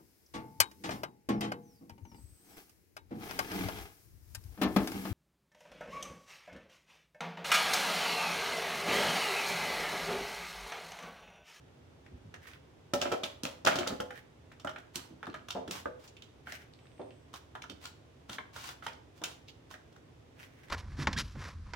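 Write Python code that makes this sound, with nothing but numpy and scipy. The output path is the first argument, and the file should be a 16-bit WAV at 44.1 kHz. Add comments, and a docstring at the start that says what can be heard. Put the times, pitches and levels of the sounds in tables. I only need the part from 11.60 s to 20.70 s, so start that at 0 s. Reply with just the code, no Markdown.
"""A spoon scoops a sticky, crumbly fruit mixture from a big plastic bowl into a foil tin on a kitchen counter.
Taps, knocks of the bowl's rim and foil crackle are noise bursts plus dying modes; plops are low noise pushes.
Strokes and spills are grains and ticks; rubs, and one faint high whistle, are resonated noise.
A small hard room echoes the work over a steady low hum of air.
Event levels in the tables stand before the layer gains in scene(), the echoes and the microphones."""
import sys
import numpy as np
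from scipy import signal
from scipy.fft import rfft, irfft
from scipy.io import wavfile
from scipy.ndimage import uniform_filter1d

SR = 44100
rng = np.random.default_rng(int(sys.argv[2]) if len(sys.argv) > 2 else 0)


def dump_mix(stems):
    """Bounce the given channels to the path in sys.argv[1] as a 16-bit WAV at rate SR."""
    frames = np.atleast_2d(stems).T  # one column per channel
    limited = np.clip(frames, -1, 1)  # hard clip at full scale
    pcm = np.round(limited * 32767).astype(np.int16)
    wavfile.write(sys.argv[1], SR, pcm)


N = 401118
BLOW_SAMPLES = 882  # opening over which a blow's level counts
RING_S = np.arange(8192) / SR  # time axis of one blow

# modes of the loaded tin's floor: mode_hz, level_db, t60_s
TIN_MODES = [(368, -16.5, 0.74), (497, 3.5, 0.11), (570, -0.5, 0.17), (633, 4, 0.12), (711, -2.5, 0.25),
             (787, -4, 0.14), (844, -1, 0.29), (1037, 3.5, 0.093)]
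# foil crackle spectrum: freq_hz, density_db_per_hz
FOIL_SPECTRUM = [(500, -64), (1700, -11.5), (2400, 1.5), (3100, 4.5), (4500, -3), (6000, -4.5), (8000, -14),
                 (11000, -23), (15000, -22.5)]
# crumb and scrape spectrum: freq_hz, density_db_per_hz
CRUMB_SPECTRUM = [(150, -28), (500, -12.5), (900, 6), (1700, 0.5), (2400, -1), (3300, -1), (6000, -6),
                  (8000, -10.5), (11000, -15), (15000, -15)]


def amp(db):
    """Decibels to gain."""
    return 10 ** (np.asarray(db) / 20)


def evened(x):
    """Scales to rms 1."""
    return x / np.sqrt(np.mean(x ** 2) + 1e-20)


def at_level(x, db):
    """Scales a blow so that its opening has this rms level."""
    opening = x[..., :BLOW_SAMPLES]
    return amp(db) * x / np.sqrt(np.mean(opening ** 2) + 1e-20)


def read(points, hz):
    """Joins points by straight lines over log frequency."""
    point_hz, value = np.transpose(points)
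    return np.interp(np.log(hz + 1), np.log(point_hz + 1), value)


def add(mix, start_s, sound):
    """Mixes a sound in at start_s."""
    part = mix[:, max(round(start_s * SR), 0):][:, :sound.shape[-1]]
    part += sound[..., :part.shape[1]]


def colour(x, points, tilt=0, size=2048, top_hz=9000):
    """Minimum-phase filter with this spectrum, tilted in dB per octave from the third point up to top_hz."""
    hz = np.fft.rfftfreq(size, 1 / SR)
    tilt_db = tilt * np.log2(np.clip(hz, points[2][0], top_hz))
    log_gain = np.log(amp(read(points, hz) + tilt_db))
    circle = np.r_[log_gain, log_gain[-2:0:-1]]
    kernel = np.fft.ifft(np.exp(np.conj(signal.hilbert(circle)))).real
    return signal.fftconvolve(x, kernel[None], axes=1)[:, :x.shape[1]]


def hump(hz, centre_hz, sharpness):
    """Gain of a broad resonance."""
    return 1 / np.sqrt(1 + (sharpness * (hz / centre_hz - centre_hz / hz)) ** 2)


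def band(x, centre_hz, octaves):
    """Causal band-pass around a centre."""
    edges_hz = centre_hz * 2. ** (np.array([-.5, .5]) * octaves)
    edges_hz = np.clip(edges_hz, 10, SR / 2 - 10)
    return signal.sosfilt(signal.butter(2, edges_hz, "bandpass", fs=SR, output="sos"), x)


def resonate(x, hz, width_hz):
    """A resonance that follows the pitch curve hz."""
    turn = np.exp(2j * np.pi * np.cumsum(hz) / SR)
    pole = np.exp(-np.pi * width_hz / SR)
    return 2 * (turn * signal.lfilter([1 - pole], [1, -pole], x / turn)).real


def pair(three, same):
    """One shared and two separate signals become two partly alike channels."""
    same = np.clip(same, 0, 1)
    return np.sqrt(same) * three[0] + np.sqrt(1 - same) * three[1:]


def air():
    """Steady low rush of the room: shaped noise, nearly alike at both ears in the bass."""
    # spectrum: freq_hz, density_db_per_hz
    air_spectrum = [(15, -76), (25, -24), (53, -12.5), (70, -0.5), (130, -1.5), (180, -10), (200, -15.5),
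                    (242, -7), (416, -9.5), (1290, -23), (3620, -28), (4140, -32.5), (5730, -33.5),
                    (16000, -51)]
    # left-right likeness: freq_hz, shared_power_fraction
    likeness = [(60, 0.9), (150, 0.94), (300, 0.61), (600, 0.017), (12000, 0.021)]
    hz = np.fft.rfftfreq(N, 1 / SR)
    noise = pair(rfft(rng.standard_normal((3, N))), read(likeness, hz))
    rush = evened(irfft(noise * amp(read(air_spectrum, hz)), N))
    return amp(-58) * rush * amp([[-.8], [.8]])  # right channel louder


def grains(count, per_s, spread_db):
    """Sparse clicks of very unequal size."""
    size_db = spread_db * np.minimum(rng.exponential(1, (3, count)), 4)
    size = amp(size_db) * rng.choice([-1, 1], (3, count))
    return pair(size * (rng.random((3, count)) < per_s / SR), same=0.22)


def wet_crackle():
    """The wet mixture crackles very faintly throughout."""
    ticks = grains(N, per_s=40, spread_db=3)
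    return amp(-82) * evened(colour(ticks, CRUMB_SPECTRUM, tilt=-3.0))


def crumple(seconds, same, rise_s=0.0007, spikiness=1.1, clump_db=4.0):
    """The force of one contact: it builds through a film of food, then dies in uneven runs of tiny slips."""
    slips = rng.standard_normal((3, len(RING_S)))
    runs = amp(clump_db * evened(uniform_filter1d(rng.standard_normal(len(RING_S)), size=70)))
    shape = building(rise_s) ** 2 * np.exp(-RING_S / max(seconds, 1e-4))
    return pair(slips * np.abs(slips) ** spikiness, same) * shape * runs


def building(rise_s):
    """Envelope that climbs smoothly towards 1 with this time constant."""
    return 1 - np.exp(-RING_S / max(rise_s, 1e-5))


def spills():
    """Pieces of fruit and crumb fall one by one, each a tiny dry tick at its own pitch."""
    # loose pieces tumble: start_s, length_s, mean_piece_level_db, pieces_per_s
    spill_events = [(0.049, 0.089, -72, 30), (0.853, 0.11, -58, 45), (2.09, 0.15, -43.5, 80),
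                    (3.635, 0.17, -61, 45), (5.1, 0.42, -62, 20), (7.273, 0.066, -60, 70)]
    low_hz, high_hz = 1230, 3970
    out = np.zeros((2, N))
    for start_s, length_s, level_db, per_s in spill_events:
        count = max(round(length_s * per_s), 1)
        for k, (late, size, pitch) in enumerate(rng.random((count, 3))):
            hz = low_hz * (high_hz / low_hz) ** pitch
            tick = band(crumple(0.002, same=.5), hz, octaves=1)
            piece_s = start_s + length_s * (k + late) / count
            add(out, piece_s, at_level(tick, level_db + 10 * (size - .5)))
    return out


def ring(modes, weight=1, damping=1, scatter_db=3.5, detune=0.031, spread=0.75):
    """Dying modes; each contact point weighs them anew, with a small phase offset between the ears."""
    hz, db, t60_s = np.transpose(modes)
    size, shift, side, sign = rng.standard_normal((4, len(hz)))
    gain = amp(db + scatter_db * size) * weight * np.sign(sign)
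    rate = 2j * np.pi * hz * (1 + detune * shift) - np.log(1000) * damping / t60_s
    waves = np.exp(np.outer(rate, RING_S))
    ear_phase = np.exp(1j * spread * np.outer([1, -1], side))
    return ((gain * ear_phase) @ waves).imag


def thud():
    """The heavy counter takes a moment to answer a blow."""
    # counter modes: mode_hz, level_db, t60_s
    counter_modes = [(87.5, -11, 0.15), (124, -4, 0.048), (175.4, 0.5, 0.066), (203, -2, 0.072),
                     (256, 5, 0.065), (274.4, -7.5, 0.18), (371, 0, 0.11)]
    return ring(counter_modes, spread=0.87) * building(0.0013)


def ping(hz, t60_s, rise_s):
    """One short note, sinking as the pressure eases, slightly out of step at the two ears."""
    sag = 0.14  # pitch range as a share, centred on hz
    phase = .3 * rng.standard_normal((2, 1))
    fade = np.exp(-np.log(1000) * RING_S / t60_s)
    turns = np.cumsum(hz * (1 + sag * (fade - .5))) / SR
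    return np.sin(2 * np.pi * turns + phase) * fade * building(rise_s)


def clack(hz, seconds, dead_db=0):
    """Plastic meets something hard: a dead knock plus the short modes nearest its pitch."""
    # spoon and bowl modes: mode_hz, level_db, t60_s
    bowl_modes = [(945, 6, 0.02), (1053, 6.5, 0.02), (1290, 6, 0.025), (1389, 8, 0.033), (1563, 5, 0.033),
                  (1760, 8, 0.017), (2300, -3, 0.03)]
    weight = hump(np.array(bowl_modes)[:, 0], hz, sharpness=7.6)
    modes = ring(bowl_modes, weight, detune=0.027) * building(0.00025)
    dead_knock = band(crumple(seconds, same=0.98), hz, octaves=0.94)
    return at_level(modes, 0) + at_level(dead_knock, dead_db)


def crackle(seconds, tilt, wall_db):
    """Foil buckles in a spray of separate snaps, and its walls ring briefly."""
    # foil wall modes: mode_hz, level_db, t60_s
    wall_modes = [(2770, -2, .03), (3071, 0, .04), (3399, 0, .04), (3680, -1, .03), (4050, -4, .02),
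                  (5600, -5, .012)]
    walls = ring(wall_modes, scatter_db=2, detune=.006, spread=.8)
    snaps = crumple(seconds, same=.17, rise_s=.0011, spikiness=1.3)
    return at_level(colour(snaps, FOIL_SPECTRUM, tilt), 0) + at_level(walls, wall_db)


def taps():
    """The spoon's light blows on bowl or rim: a quick hard note, with tin floor, walls and counter answering."""
    # start_s, level_db, pitch_hz, foil_rel_level_db
    tap_events = [(0.463, -56.5, 1920, -13), (0.7407, -46, 1704, -6.5), (1.522, -39, 1360, -12),
                  (2.0702, -19.5, 1360, -11.5), (2.113, -32.5, 1500, -28), (2.265, -39.5, 1340, -17),
                  (2.5061, -42, 1650, -13.5), (2.917, -53.5, 1850, -8), (2.998, -60, 1300, 7.5),
                  (3.072, -34.5, 1450, -19), (3.093, -43, 1280, -8), (3.16, -42, 1640, -24),
                  (3.183, -51, 1510, -5), (3.629, -39.5, 1390, -22), (3.668, -40, 1240, -17),
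                  (3.7415, -38.5, 1390, -16), (3.885, -46.5, 1200, 2), (3.905, -43.5, 1260, 9),
                  (4.077, -48, 1310, -0.5), (4.2567, -44, 1230, -28), (4.567, -75.5, 1880, 23),
                  (4.621, -62.5, 1380, 14), (4.871, -42, 1570, -18), (4.921, -42.5, 1820, -2),
                  (5.739, -45, 1180, -1), (5.952, -40.5, 1220, -18), (6.02, -48.5, 2290, 2.5),
                  (6.04, -45, 1370, -29), (6.097, -51.5, 1250, 9), (6.2541, -46.5, 1380, 5.5),
                  (6.6943, -44, 1400, 0), (6.7301, -51, 1470, 7.5), (6.7837, -38.5, 1640, -27),
                  (6.962, -44, 1320, -3.5), (7.089, -46, 1460, 2), (7.224, -45.5, 1400, -22),
                  (7.2647, -36.5, 1440, -5.5), (7.617, -44, 910, -14), (7.6378, -42, 1540, 7),
                  (8.11, -50.5, 1160, -3.5), (8.14, -46, 1660, -9.5), (8.325, -66.5, 1200, 0),
                  (8.362, -57, 1470, -7.5), (8.792, -59, 2540, -6), (9.084, -57, 1930, -11)]
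    clack_s, crackle_s = 0.0089, 0.0038  # decay time constants
    out = np.zeros((2, N))
    for start_s, level_db, hz, foil_rel_db in tap_events:
        # a light catch of foil snaps bright, a deep one is fuller
        brightness_db_per_octave = 6.1 - 0.28 * foil_rel_db
        # the spoon pressing on the food damps the tin's floor
        floor = ring(TIN_MODES, damping=4.5) * building(0.0034)
        sound = at_level(floor, level_db - 7) + at_level(thud(), level_db - 13.5)
        # food on the spoon stops the note quickly
        note = ping(hz, t60_s=0.015, rise_s=0.00039)
        contact = at_level(note, 0) + at_level(clack(hz, clack_s), 2)
        sound += at_level(contact, level_db)
        sound += at_level(crackle(clack_s, tilt=-20.5, wall_db=-26.0), level_db - 13.5)
        foil = crackle(crackle_s, brightness_db_per_octave, wall_db=-4.5)
        sound += at_level(foil, level_db + foil_rel_db)
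        add(out, start_s, sound)
    return out


def plops():
    """A soft mass spreads its push over time, so only low notes sound, the counter's among them."""
    # lumps land, things bump dully: start_s, level_db, centre_hz
    plop_events = [(0.515, -48.5, 59), (0.646, -52, 124), (1.339, -41, 560), (1.524, -37.5, 515),
                   (3.355, -53, 237), (3.502, -52, 222), (3.674, -43, 273), (3.949, -39.5, 577),
                   (3.963, -39, 580), (4.078, -45, 254), (5.394, -42.5, 500), (6.096, -52.5, 314),
                   (6.69, -50.5, 176), (7.612, -50.5, 383)]
    settle_s, settle_ref_db, halving_db = 0.035, -57.5, 34  # faster, louder lumps stop sooner
    out = np.zeros((2, N))
    for start_s, level_db, hz in plop_events:
        seconds = settle_s * 2 ** ((settle_ref_db - level_db) / halving_db)
        age = RING_S / seconds
        noise = pair(rng.standard_normal((3, len(RING_S))), same=0.81)
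        push = noise * age ** 0.19 * np.exp(-age ** 2)
        sound = band(push, hz, octaves=1.0)
        # total energy as if held at level_db for the settling time
        sound *= amp(level_db) * np.sqrt(2 * seconds * SR / np.sum(sound ** 2))
        add(out, start_s, sound + at_level(thud(), level_db - 5))
    return out


def stroke(seconds, per_s, spread_db, clump_db):
    """Grains under one sweep of the spoon; they come in clumps as it catches and slips."""
    count = int(seconds * SR)
    clumps = evened(uniform_filter1d(rng.standard_normal(count), size=300))
    sweep = np.abs(np.sin(np.linspace(0, np.pi, count)))
    return grains(count, per_s, spread_db) * amp(clump_db * clumps) * sweep


def rubs():
    """The spoon rubs a wall, which sings with it: slips drive a resonance that drifts as the spoon travels."""
    # start_s, length_s, level_db, pitch_hz
    rub_events = [(0.802, 0.18, -61.5, 1800), (2.513, 0.099, -59, 1670), (4.474, 0.016, -58, 5100),
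                  (4.852, 0.12, -53, 1830), (4.95, 0.096, -65, 1860), (7.874, 0.032, -56.5, 3900),
                  (8.754, 0.13, -61, 1880), (8.867, 0.29, -69.5, 1930)]
    drift_share, width_share = 0.07, 0.36  # rms pitch drift; bandwidth over pitch at 1800 Hz
    out = np.zeros((2, N))
    for start_s, length_s, level_db, hz in rub_events:
        slips = stroke(length_s, per_s=600, spread_db=4.5, clump_db=5)
        drift = evened(uniform_filter1d(rng.standard_normal(slips.shape[1]), size=1500))
        # higher notes are damped more, so wider
        width_hz = width_share * hz * (hz / 1800) ** 4.4
        note = resonate(band(slips, hz, octaves=1.16), hz * (1 + drift_share * drift), width_hz)
        wall = evened(note) + amp(-6) * evened(colour(slips, FOIL_SPECTRUM))
        grit = amp(-10.0) * evened(colour(slips, CRUMB_SPECTRUM, tilt=11.0))
        add(out, start_s, amp(level_db) * evened(wall + grit))
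    return out


def strokes():
    """The spoon drags through sugary crumbs and along the foil, crushing grains."""
    # start_s, length_s, level_db
    stroke_events = [(0.857, 0.072, -64), (3.334, 0.029, -56), (4.092, 0.13, -50.5), (4.38, 0.11, -64.5),
                     (4.86, 0.051, -67), (5.73, 0.044, -55), (6.201, 0.1, -57), (6.681, 0.092, -54.5),
                     (6.926, 0.1, -54), (6.989, 0.15, -51), (7.225, 0.045, -58), (7.55, 0.051, -66.5),
                     (7.646, 0.088, -59), (8.09, 0.061, -60), (8.779, 0.08, -64.5)]
    out = np.zeros((2, N))
    for start_s, length_s, level_db in stroke_events:
        crumbs = stroke(length_s, per_s=2200, spread_db=4.8, clump_db=3)
        add(out, start_s, amp(level_db) * evened(colour(crumbs, CRUMB_SPECTRUM, tilt=0.99)))
    return out


def knocks():
    """The bowl shoves the tin: the counter thuds, the tin's floor rings, the rim clacks, the foil crackles."""
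    # start_s, level_db, foil_rel_level_db, brightness_db_per_octave, leading_note_hz, thud_rel_level_db
    knock_events = [(1.335, -30.5, -4, 7.5, 536, -2), (1.413, -42.5, 9.5, 2.5, 714, -4),
                    (1.422, -36, -5, 1, 690, -6), (1.455, -35.5, -9, -16, 595, -3),
                    (1.516, -36.5, -6.5, 5, 494, -7.5), (1.522, -32.5, -9, -4, 493, -8.5),
                    (1.6335, -42, 6.5, -0.5, 606, -3.5), (1.833, -49, 9.5, 7, 497, 11),
                    (1.851, -41, 3, 0.5, 560, -8.5), (2.0485, -37, 1.5, 4.5, 595, -3),
                    (2.061, -36.5, 4, -1, 630, 1), (2.0713, -33, 1, 2.5, 630, -17),
                    (2.0805, -30.5, -10, 5, 624, -16), (2.113, -37, -4, -14, 635, -5),
                    (2.1553, -37.5, -3, 6.5, 593, -2), (2.1855, -37, 0.5, 3.5, 610, 1),
                    (2.207, -39.5, -8, -6, 593, 1), (2.2719, -38.5, 3, 5, 550, -3.5),
                    (2.304, -41, -17, 2, 530, 1), (2.323, -43.5, -35, 3, 485, 5.5),
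                    (2.401, -35.5, -12, 11, 510, -7), (3.0461, -38.5, -18, 10, 626, -4.5),
                    (3.3554, -55.5, 18.5, 10.5, 494, 7), (4.109, -49, 10, 7.5, 505, -7),
                    (4.2566, -35.5, -35, 16, 495, -7.5), (7.266, -51, 0.5, -14, 503, -18),
                    (7.6364, -54, 16, 9, 636, -13)]
    crumple_s, halving_db_per_octave = 0.0077, 13  # bright contacts are short
    out = np.zeros((2, N))
    for start_s, level_db, foil_rel_db, brightness, hz, thud_rel_db in knock_events:
        seconds = crumple_s * 2 ** (-brightness / halving_db_per_octave)
        crackle_db = level_db + foil_rel_db
        # where the rim presses decides which floor note leads
        weight = hump(np.array(TIN_MODES)[:, 0], hz, sharpness=6.4)
        modes = ring(TIN_MODES, weight, scatter_db=5.0, detune=0.0087) * building(0.0011)
        press = band(crumple(0.016, same=0.39), hz, octaves=1.0)
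        floor = at_level(modes, 0) + at_level(press, -10)
        sound = at_level(thud(), level_db + thud_rel_db) + at_level(floor, level_db)
        sound += at_level(clack(1275, seconds, dead_db=-5.0), level_db - 5)
        sound += at_level(crackle(seconds, brightness, wall_db=-26.5), crackle_db)
        # crumbs shaken loose patter on the foil
        patter = grains(len(RING_S), per_s=540, spread_db=4) * np.exp(-RING_S / 0.044)
        crumbs = colour(patter, CRUMB_SPECTRUM)
        add(out, start_s, sound + at_level(crumbs, crackle_db - 11))
    return out


def pitched_bursts():
    """Short narrow-band bursts at their own pitch that colour some taps and knocks, many like popping foil."""
    # start_s, level_db, pitch_hz
    burst_events = [(1.416, -44, 2820), (1.635, -41, 3570), (2.401, -45.5, 3030), (3.075, -48, 3000),
                    (6.694, -52, 3050), (6.783, -51, 3300), (6.7835, -46, 2190), (6.784, -45.5, 1034),
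                    (7.266, -44.5, 900), (7.266, -48, 3320), (7.638, -43, 2570)]
    out = np.zeros((2, N))
    for start_s, level_db, hz in burst_events:
        burst = band(crumple(0.0048, same=0.73), hz, octaves=0.24)
        add(out, start_s, at_level(burst, level_db))
    return out


def whistle():
    """A faint, thin, fuzzy high whistle: resonated noise; pitch and level rise and fall in one arch."""
    # start_s, length_s, level_db, end_pitch_hz, top_pitch_hz
    whistle_event = (5.12, 0.55, -82, 7850, 8530)
    start_s, length_s, level_db, end_hz, top_hz = whistle_event
    arch = np.sin(np.linspace(0, np.pi, int(length_s * SR)))
    hz = end_hz + (top_hz - end_hz) * arch ** 2
    noise = rng.standard_normal((2, len(arch)))
    tone = resonate(resonate(noise, hz, 480), hz, 480)
    out = np.zeros((2, N))
    add(out, start_s, amp(level_db) * evened(tone * np.sqrt(arch)))
    return out


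def kitchen(x, tail_db, early_db, count=8):
    """A few reflections from counter and cupboards, then a diffuse tail dying band by band."""
    # room decay: freq_hz, t60_s
    room_decay = [(150, 0.5), (500, 0.52), (1400, 0.38), (3700, 0.37), (14000, 0.3)]
    size = SR // 2
    hz, t, z = signal.stft(rng.standard_normal((2, size)), SR, nperseg=256)
    decay = amp(-60 * t / read(room_decay, hz)[:, None])
    tail = signal.istft(z * decay, SR, nperseg=256)[1][:, :size]
    tail *= 1 - np.exp(-(np.arange(size) / SR / 0.0047) ** 2)
    early = np.zeros((2, size))
    delays = (rng.uniform(.002, .022, (2, count)) * SR).astype(int)
    np.put_along_axis(early, delays, rng.choice([-1., 1.], delays.shape) / np.sqrt(count), 1)
    echoes = amp(tail_db) * tail / np.linalg.norm(tail[0]) + amp(early_db) * early
    return x + signal.fftconvolve(x, echoes, axes=1)[:, :N]


def microphones(x, low_cut_hz=48):
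    """Two close microphones: side level varies with pitch, the right leads by one sample, deep bass is cut."""
    # channel difference: freq_hz, side_gain_db
    side_width = [(60, -9), (170, -18), (320, -3), (500, 1.5), (1200, 2), (5000, -1.3), (12000, -1.5)]
    # right mostly louder: freq_hz, left_minus_right_db
    side_lean = [(130, -1), (260, -2), (520, 0), (1000, -2), (4000, -1.5), (10000, -0.5)]
    hz = np.fft.rfftfreq(N, 1 / SR)
    mid = rfft(x[0] + x[1]) / 2
    side = rfft(x[0] - x[1]) / 2 * amp(read(side_width, hz))
    lean = amp(read(side_lean, hz) / 2)
    left = (mid + side) * lean * np.exp(-2j * np.pi * hz / SR)
    right = (mid - side) / lean
    both = irfft(np.array([left, right]), N)
    return signal.sosfilt(signal.butter(4, low_cut_hz, "highpass", fs=SR, output="sos"), both)


def scene():
    """All the work, a little to the right of centre, echoes in the kitchen over the air."""
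    light = taps() + spills()
    faint = wet_crackle() + rubs() + strokes() + whistle()
    work = amp(-5.5) * kitchen(light, tail_db=-6.0, early_db=-6.5)
    work += kitchen(plops(), tail_db=-3.5, early_db=-12.5)
    work += amp(-1.0) * kitchen(faint, tail_db=-4.5, early_db=0.0)
    work += amp(-1.06) * kitchen(knocks() + pitched_bursts(), tail_db=-6.5, early_db=-7.0)
    return microphones(work) + air()


def record(dry):
    """The recorder's band limit: a linear-phase low-pass."""
    edge_hz = 16200
    low_pass = signal.firwin(511, edge_hz, window=("kaiser", 9), fs=SR)
    return signal.oaconvolve(dry, low_pass[None], "same")


dry = scene()
out = record(dry)
dump_mix(out)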